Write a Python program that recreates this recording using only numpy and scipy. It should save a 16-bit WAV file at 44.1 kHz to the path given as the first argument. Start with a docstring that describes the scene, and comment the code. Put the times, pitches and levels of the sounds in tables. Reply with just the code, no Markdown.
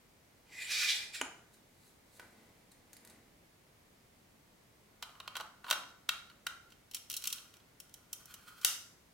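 """Close to a stereo microphone in a small quiet room, a plastic rear cap scrapes across a table and drops
flat with a knock (1.2 s). Fingers shift on a lens and tap a metal adapter (2.2 s). From 5 s the bayonet
mounts click, chatter and rub, ringing the metal and the air trapped between them, until they latch (8.6 s)
and the locking pin sings faintly. The room answers with a short tail over its steady hush."""
import sys
import numpy as np
from scipy import signal
from scipy.fft import rfft, irfft, next_fast_len
from scipy.io import wavfile
from scipy.ndimage import uniform_filter1d

SR = 44100
rng = np.random.default_rng(int(sys.argv[2]) if len(sys.argv) > 2 else 0)


def to_wav(sig):
    """Store sig (one row per channel, or 1-D mono) as 16-bit WAV at the path in sys.argv[1].

    Samples outside -1..1 are clipped; the rate is SR.
    """
    pcm = np.clip(np.atleast_2d(sig), -1, 1) * 32767
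    pcm = np.round(pcm).astype(np.int16)
    wavfile.write(sys.argv[1], SR, pcm.T)  # frames by channels


N = 402633
HZ = np.arange(4097) * SR / 8192  # frequency axis of one hit
LEAD_S = .004  # silence ahead of each crack

# metal-on-metal hits: t/s, peak at 2.5-4.5 kHz/dB, hollow tilt/dB, treble tilt/dB, decay/ms
MOUNT_HITS = [(5.025, -36, -7.5, -5.5, 6.4), (5.093, -52, 1.5, -20, 3.9), (5.152, -55.5, -7, -22, 3),
              (5.2012, -38, -5, -9.5, 3.3), (5.277, -33, -3, -8, 2.9), (5.354, -36, -6, -12, 4.2),
              (5.3669, -33, -5, -4.5, 4.8), (5.3992, -40.5, 2.5, -10, 5.7), (5.4085, -41, -1.5, -5, 2.7),
              (5.643, -44.5, 3, -9.5, 7.2), (5.664, -45.5, 1, -13, 6), (5.682, -40.5, -8, -16, 22),
              (5.7018, -30.5, -6, 0.5, 1.7), (5.71, -16.5, -6, -3.5, 2.7), (5.7256, -27, -5, -7, 5.2),
              (5.834, -44, -9, -17, 2.4), (6.0906, -19, -9, -7.5, 2.6), (6.299, -49.5, -3.5, -8, 3.5),
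              (6.313, -57, 2.5, -14, 2.2), (6.4673, -26, -4.5, -4.5, 2.5), (6.703, -59, -15.5, 0, 6.6),
              (6.721, -52.5, -12.5, -6, 5.3), (6.9122, -47, -16, 3.5, 4.1), (6.936, -44, -24, -4, 3.6),
              (6.946, -34.5, -17.5, 5, 5.5), (6.9667, -41.5, -15, -1, 4.1), (7.1, -37, -17, 4, 2.1),
              (7.108, -36.5, -15, -0.5, 5.9), (7.116, -46.5, -28, 11.5, 1.5), (7.1279, -40, -24, 2.5, 3.1),
              (7.1395, -33, -18, 2, 6.1), (7.166, -36, -27, 6.5, 5.9), (7.222, -45, -18, 2, 2.5),
              (7.2397, -37, -20, 1.5, 5), (7.255, -36.5, -23, -1, 2.4), (7.273, -33.5, -21, 4.5, 4),
              (7.3023, -37, -30, -1, 3.9), (7.3266, -32.5, -17.5, 4, 3.9), (7.382, -45, -18, -17, 1.8),
              (7.539, -51, -7, -3, 3.3), (7.568, -56, -12, 1.5, 2.8), (7.6, -60, -8, -8, 2.6),
              (7.8011, -48.5, -18, 6, 3.8), (7.8944, -60, -15, 3, 3), (7.9405, -52, -15, 7, 3.4),
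              (8.13, -41, -17, 8, 4), (8.2566, -65, -10.5, 13.5, 2.8), (8.3399, -45, -9, 3, 6.2),
              (8.614, -50, -10, 3, 5.7), (8.6483, -18.5, -13, -1, 0.89)]
# modes of lens and adapter, the lowest from air trapped between them: f/Hz, width/Hz, level/dB
MOUNT_MODES = [(635, 375, 8.5), (1070, 193, 16.5), (1410, 150, 15), (2410, 430, 5.5), (2810, 142, 8.5),
               (3155, 130, 13), (3856, 117, 7.5), (4223, 163, 9.5), (5790, 106, 7)]
# mounts dragging on each other: crest t/s, swell/s, fade/s, hollow level/dB, bright level/dB
RUB_SWELLS = [(5.16, 0.33, 0.23, -68.5, -74), (5.36, .12, 0.13, -60, -76), (5.7, 0.068, 0.019, -46, -54),
              (7.1, 0.026, 0.18, -67, -59.5), (7.31, 0.26, 0.22, -66, -53.5),
              (7.41, 0.12, 0.11, -72.5, -88), (8.15, 0.79, .4, -76.5, -76),
              (8.32, 0.36, 0.23, -71.5, -66.5), (8.483, 0.06, 0.075, -63.5, -61.5),
              (8.64, 0.17, 0.022, -61, -56)]
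# cap sliding, stopping, nudged again: t/s, level/dB, rings up to 2 kHz/dB, 3.6 kHz ring/dB
# (ring levels against the pair near 2.7 kHz)
CAP_PATH = [(.46, -82, 4, -6), (.535, -63, 7.5, -12.5), (.625, -47, 0, -2.5), (.655, -54.5, -2, -5),
            (.72, -41, -0.5, -3), (.775, -42, -2, 0), (.84, -41.5, 6, 0), (.89, -41, -19, 9.5),
            (.96, -49.5, -0.5, 6.5), (1.05, -56.5, -4, 0.5), (1.114, -70, -5, -11), (1.145, -47.5, 3, -2),
            (1.2, -56, -13, -3)]
# modes of the plastic cap: f/Hz, width/Hz, level/dB
CAP_MODES = [(300, 20, -29), (694, 810, -10.5), (1210, 200, -16), (2064, 88, -8), (2400, 84, -5.5),
             (2905, 33, -12), (3620, 450, 9.5), (4530, 800, -10.5), (5770, 110, -21), (7270, 230, -9.5),
             (8870, 96, -8.5), (10460, 200, -14), (12900, 1500, -33)]
# how hard the cap's drop strikes each range: f/Hz, level/dB
KNOCK_EQ = [(150, -12), (240, 12), (330, 19.5), (550, 9.5), (1000, 11), (1500, 15), (2100, 6), (3000, 7.5),
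            (3600, -24), (5500, -2), (6800, 10), (9500, 6), (14000, 1)]
# skin peeling off the barrel: t/s, starting level/dB, left minus right/dB, decay/ms
SKIN_PEELS = [(2.7157, -58, 4, 8.5), (2.9314, -47, 4, 4.3), (2.967, -51, -4, 3.4),
              (3.0498, -49.5, -0.5, 3.3), (3.074, -50.5, -1.5, 2.9), (3.0983, -57, 0.0, 12)]
# tone of skin on the barrel: f/Hz, level/dB
SKIN_EQ = [(880, -12), (1500, -2.5), (2020, -5), (3280, -12), (3960, 4.5), (5280, -6.5), (8240, 0.5),
           (16000, -8.5)]
# hands shifting their grip: crest t/s, swell/s, fade/s, shuffle level/dB, skin level/dB
GRIP_SWELLS = [(1.54, 0.032, 0.06, -84, -63), (1.87, 0.27, .15, -93, -67.5), (2.17, 0.15, .05, -79, -64),
               (2.21, 0.062, 0.3, -70.5, -74), (2.42, 0.63, 0.74, -70.5, -79), (2.91, .05, 0.031, -74, -86),
               (3.1, 0.46, 0.41, -67, -90)]
# modes of the loose adapter: f/Hz, width/Hz, level/dB
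ADAPTER_MODES = [(350, 240, -1), (900, 710, 0.5), (1510, 260, 8), (2120, 710, 1.5), (4060, 2400, -5.5),
                 (9500, 7900, -12)]
# bands of the room's tail: f/Hz, t60/s, level/dB, left-right likeness/0-1
ROOM_BANDS = [(252, 0.94, 6, 1), (670, 0.58, 3.5, 0.72), (1405, 0.55, 2.5, 0.51), (2630, 0.41, 0.5, 0),
              (5570, 0.51, -1, 0), (9900, 0.37, 0.5, 0.03)]
# tone of the hush: f/Hz, level/dB
HUSH_EQ = [(15, -61), (25, -8.5), (108, -3.5), (208, -5), (368, -9), (600, -10.5), (669, -11), (854, -13),
           (1470, -17), (2150, -15), (2460, -18.5), (4480, -21.5), (14400, -26.5), (16500, -28)]
# stereo image of the hush: f/Hz, left-right likeness/0-1
HUSH_LIKENESS = [(60, 1), (130, 0.9), (290, 0.63), (640, 0.08), (1410, 0.08), (3100, 0.07), (6820, 0.22),
                 (15000, 0.2)]

MOUNT_PAN_DB, CAP_PAN_DB = -2.5, -1.5  # left minus right
LATCH_S, KNOCK_S, TAP_S = 8.649, 1.2133, 2.1959
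# once the mounts seat, the gap closes and the lowest notes sink against the hollow note
SEATED_S, LOOSE_LOW_DB, SEATED_LOW_DB = 5.9, -1.5, -7.5


def mount_clicks():
    """Each contact is a brief rough crack that stirs the mount's modes. Returns direct sound and send."""
    direct, send = np.zeros((2, 2, N))
    # the treble differs between the sides and leans left
    spread = .74 * np.clip(HZ / 8000, 0, 1) * np.array([[1], [-1]])
    pan_db = MOUNT_PAN_DB + 4.5 * np.clip(HZ / 12000, 0, 1)
    presence = (HZ > 2500) & (HZ < 4500)
    for s, peak_db, hollow_db, treble_db, ms in MOUNT_HITS:
        mid, side = crack(ms)
        jitter = rng.standard_normal((len(MOUNT_MODES), 2))
        is_latch = abs(s - LATCH_S) < .01
        ring_db, send_db = (-8, 2) if is_latch else (.5, -4)
        low_db = hollow_db + (SEATED_LOW_DB if s > SEATED_S else LOOSE_LOW_DB)
        edge_db = 1.25 * treble_db - 1  # dull contacts lose the top octave first
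        tilt_db = on_log(HZ, [(250, low_db - 12), (600, low_db - 4.5), (1100, low_db),
                              (1300, hollow_db), (1600, hollow_db), (2600, .021), (4400, 0),
                              (5400, treble_db), (7800, treble_db), (9400, edge_db),
                              (15000, edge_db - 1.5)])
        modes = [(hz * (1 + .02 * detune), width, db + ring_db + 1.8 * accent)
                 for (hz, width, db), (detune, accent) in zip(MOUNT_MODES, jitter)]
        tone = undb(tilt_db) * (1 + resonances(HZ, modes))
        click = irfft(stereo((mid + spread * side) * tone, pan_db))
        click *= undb(peak_db) / np.abs(irfft(mid * tone * presence)).max()
        add(direct, s - LEAD_S, click)
        add(send, s - LEAD_S, undb(send_db) * click)
    return direct, send


def locking_pin(hz=11600, level_db=-55, t60_s=.6):
    """The pin sings one faint high note after it drops."""
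    t = np.arange(SR // 2) / SR
    note = undb(level_db) * np.exp(-np.log(1000) * t / t60_s) * np.sin(2 * np.pi * hz * t)
    return place(LATCH_S, stereo(note, 0))


def mount_rub():
    """Stick-slip between the mounts keeps the trapped air and the metal rings humming."""
    slips = grit(1.55)
    low, hollow = (unit(colour(slips, lambda f: resonances(f, [mode]) * np.clip(f / 900, 0, 1) ** 2))
                   for mode in MOUNT_MODES[1:3])
    low_db = np.where(np.arange(N) > SEATED_S * SR, SEATED_LOW_DB, LOOSE_LOW_DB)
    air = hollow - undb(low_db) * low
    metal = unit(colour(grit(1.5), lambda f: (1 + undb(-2) * resonances(f, MOUNT_MODES[3:]))
                        * np.clip(f / 2500, 0, 1) ** 3))
    air_gain, metal_gain = swells(RUB_SWELLS)
    patchiness = undb(2 * walk(per_s=40))
    return stereo((air_gain * air + metal_gain * metal) * patchiness, MOUNT_PAN_DB)


def cap_slide():
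    """The rim scrapes the table; as the contact wanders it favours one resonance, then another."""
    slips = colour(grit(.8), lambda f: np.clip(f / 1700, .05, 1) ** 6 / (1 + (f / 9000) ** 2))
    # pressed on the table, the higher rings are damped and widen
    damped = [(hz, width * (1.12 + hz / 4000), db) for hz, width, db in CAP_MODES[1:]]
    rings = [undb(5.2 * walk(per_s=16)) * colour(slips, lambda f: resonances(f, [mode]))
             for mode in damped]
    gate, level_db, low_db, bite_db = automation(CAP_PATH)
    groups = [(rings[:3], low_db), (rings[3:5], 0), (rings[5:6], bite_db),
              (rings[6:9], -2), (rings[9:], -16.5)]
    rasp = sum(undb(db) * even(sum(group)) for group, db in groups)
    # the table top answers with a dull rumble that swells less than the rasp
    rumble = unit(colour(grit(.34), lambda f: resonances(f, [(413, 150, 0), (810, 510, 0)])))
    return stereo(gate * (undb(level_db) * rasp + undb(.27 * level_db - 57.5) * rumble), CAP_PAN_DB)


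def cap_knock(thud_hz=266, thud_rise_s=.017):
    """The cap drops flat and the table top booms a moment later. Returns direct sound and send."""
    strike = irfft(crack(ms=2.24)[0] * resonances(HZ, CAP_MODES) * undb(on_log(HZ, KNOCK_EQ)))
    knock = stereo(peak(strike, db=-20.5), CAP_PAN_DB)
    t = np.arange(8192) / SR
    bloom = (t / thud_rise_s * np.exp(-t / thud_rise_s)) ** 3
    thud = stereo(peak(bloom * np.sin(2 * np.pi * thud_hz * t), db=-46.5), CAP_PAN_DB)
    # a small cap radiates its lows poorly into the room
    send = undb(-3) * colour(knock, lambda f: np.clip(f / 700, 0, 1))
    return place(KNOCK_S - LEAD_S, knock) + place(KNOCK_S, thud), place(KNOCK_S - LEAD_S, send)


def adapter_tap():
    """One soft fingertip blow rings the loose adapter."""
    ring = irfft(crack(ms=3.4)[0] * resonances(HZ, ADAPTER_MODES))
    return place(TAP_S - LEAD_S, stereo(peak(ring, db=-37), MOUNT_PAN_DB))


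def fingers():
    """Skin peels and slides on the barrel in short bright crackles, over the dull shuffle of hands."""
    skin = unit(colour(grit(1.6), lambda f: undb(on_log(f, SKIN_EQ))))
    crackles = np.zeros((2, N))
    t = np.arange(3000) / SR
    for s, level_db, pan_db, ms in SKIN_PEELS:
        peel = skin[int(s * SR):][:len(t)] * np.exp(-t * 1000 / ms)
        add(crackles, s, stereo(undb(level_db) * peel, pan_db))
    shuffle_modes = [(300, 450, 18), (810, 460, -25), (1990, 240, 12.5)]
    shuffle = unit(colour(grit(1.5), lambda f: resonances(f, shuffle_modes)))
    shuffle_gain, skin_gain = swells(GRIP_SWELLS)
    return crackles + shuffle_gain * shuffle + skin_gain * skin


def room(send, return_db=-3, rise_s=.0013):
    """A diffuse tail builds over the first reflections and dies by band, narrow low down, wide on top."""
    t = np.arange(SR // 2 + SR // 4) / SR
    tail = 0
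    for hz, t60, db, likeness in ROOM_BANDS:
        noise = rng.standard_normal((2, len(t)))
        mid, side = colour(noise, lambda f: np.exp(-2 * np.log2(np.maximum(f, 1) / hz) ** 2))
        mid, side = mid * np.sqrt(1 + likeness), side * np.sqrt(1 - likeness)
        tail += undb(db) * np.array([mid + side, mid - side]) * np.exp(-np.log(1000) * t / t60)
    tail *= np.clip(t / rise_s, 0, 1) ** 2
    tail /= np.linalg.norm(tail[0])
    return undb(return_db) * signal.fftconvolve(send.mean(0)[None], tail, axes=1)[:, :N]


def hush(level_db=-66.5):
    """A bed of room air and microphone hiss; the bass is shared by both sides."""
    mid, side = rng.standard_normal((2, N))
    mid = colour(mid, lambda f: undb(on_log(f, HUSH_EQ)) * np.sqrt(1 + on_log(f, HUSH_LIKENESS)))
    side = colour(side, lambda f: undb(on_log(f, HUSH_EQ)) * np.sqrt(1 - on_log(f, HUSH_LIKENESS)))
    return undb(level_db) * np.array([mid + side, mid - side]) / mid.std()


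def crack(ms):
    """Spectra of two rough, decaying bursts with even colour, starting LEAD_S in."""
    t = np.arange(8192) / SR - LEAD_S
    burst = rfft(rng.standard_normal((2, len(t))) * (t > 0) * np.exp(-np.abs(t) * 1000 / ms))
    return burst / np.sqrt(uniform_filter1d(np.abs(burst) ** 2, size=60))


def grit(scatter_db):
    """Dense tiny slips of uneven size."""
    noise = rng.standard_normal(N)
    sizes = np.repeat(rng.exponential(size=N // 16 + 1), 16)[:N]
    return unit(noise * undb(scatter_db * sizes))


def resonances(f, modes):
    """Causal response of modes (f/Hz, width/Hz, level/dB) with alternating signs."""
    return sum((-1) ** k * undb(db) * 1j * f * width / (hz * hz - f * f + 1j * f * width)
               for k, (hz, width, db) in enumerate(modes))


def swells(rows, depth_db=30):
    """Two gain tracks; each row climbs depth_db over its swell time and falls as much over its fade."""
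    t, gains = np.arange(N) / SR, np.zeros((2, N))
    for s, rise, fade, *levels_db in rows:
        span = slice(int((s - 2 * rise) * SR), int((s + 2 * fade) * SR))
        away = np.maximum((s - t[span]) / rise, (t[span] - s) / fade)
        gains[:, span] += undb(np.array(levels_db)[:, None] - depth_db * away)
    return gains


def automation(rows):
    """A gate that closes softly outside the rows' times, then each column at every sample."""
    s, *columns = np.transpose(rows)
    t = np.arange(N) / SR
    gate = np.interp(t, [s[0] - .01, s[0], s[-1], s[-1] + .018], [0, 1, 1, 0])
    return gate, *(np.interp(t, s, column) for column in columns)


def walk(per_s):
    """Random levels, each gliding into the next."""
    hold = int(SR / per_s)
    return 2.74 * uniform_filter1d(np.repeat(rng.standard_normal(N // hold + 1), hold), hold)[:N]


def even(x):
    """Hold the loudness of x steady while its colour wanders."""
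    return x / np.sqrt(uniform_filter1d(x ** 2, size=2000) + 1e-18)


def colour(x, gain):
    """Filter x by a gain given as a function of Hz."""
    size = next_fast_len(x.shape[-1])
    return irfft(rfft(x, size) * gain(np.arange(size // 2 + 1) * SR / size), size)[..., :x.shape[-1]]


def on_log(f, points):
    """Read (f/Hz, value) points on a log-frequency axis."""
    hz, values = np.transpose(points)
    return np.interp(np.log(np.maximum(f, 1)), np.log(hz), values)


def undb(db):
    return 10 ** (np.asarray(db) / 20)


def unit(x):
    return x / np.sqrt(np.mean(x ** 2))


def peak(x, db):
    return x * undb(db) / np.abs(x).max()


def stereo(x, pan_db):
    return x * undb(np.array([pan_db, -pan_db]) / 2).reshape(2, -1)


def add(track, s, x):
    i = int(s * SR)
    track[:, i:i + x.shape[1]] += x[:, :N - i]


def place(s, x):
    track = np.zeros((2, N))
    add(track, s, x)
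    return track


def scene():
    """Mix the close sounds, the room's answer and the hush."""
    clicks, clicks_send = mount_clicks()
    slide = cap_slide()
    knock, knock_send = cap_knock()
    handling = slide + mount_rub() + fingers() + adapter_tap()
    return clicks + locking_pin() + knock + handling + room(clicks_send + knock_send + handling) + hush()


def record(dry, top_hz=16000):
    """A steep low-pass cuts the top."""
    return signal.sosfilt(signal.ellip(10, .2, 60, top_hz, fs=SR, output="sos"), dry)


dry = scene()
out = record(dry)
to_wav(out)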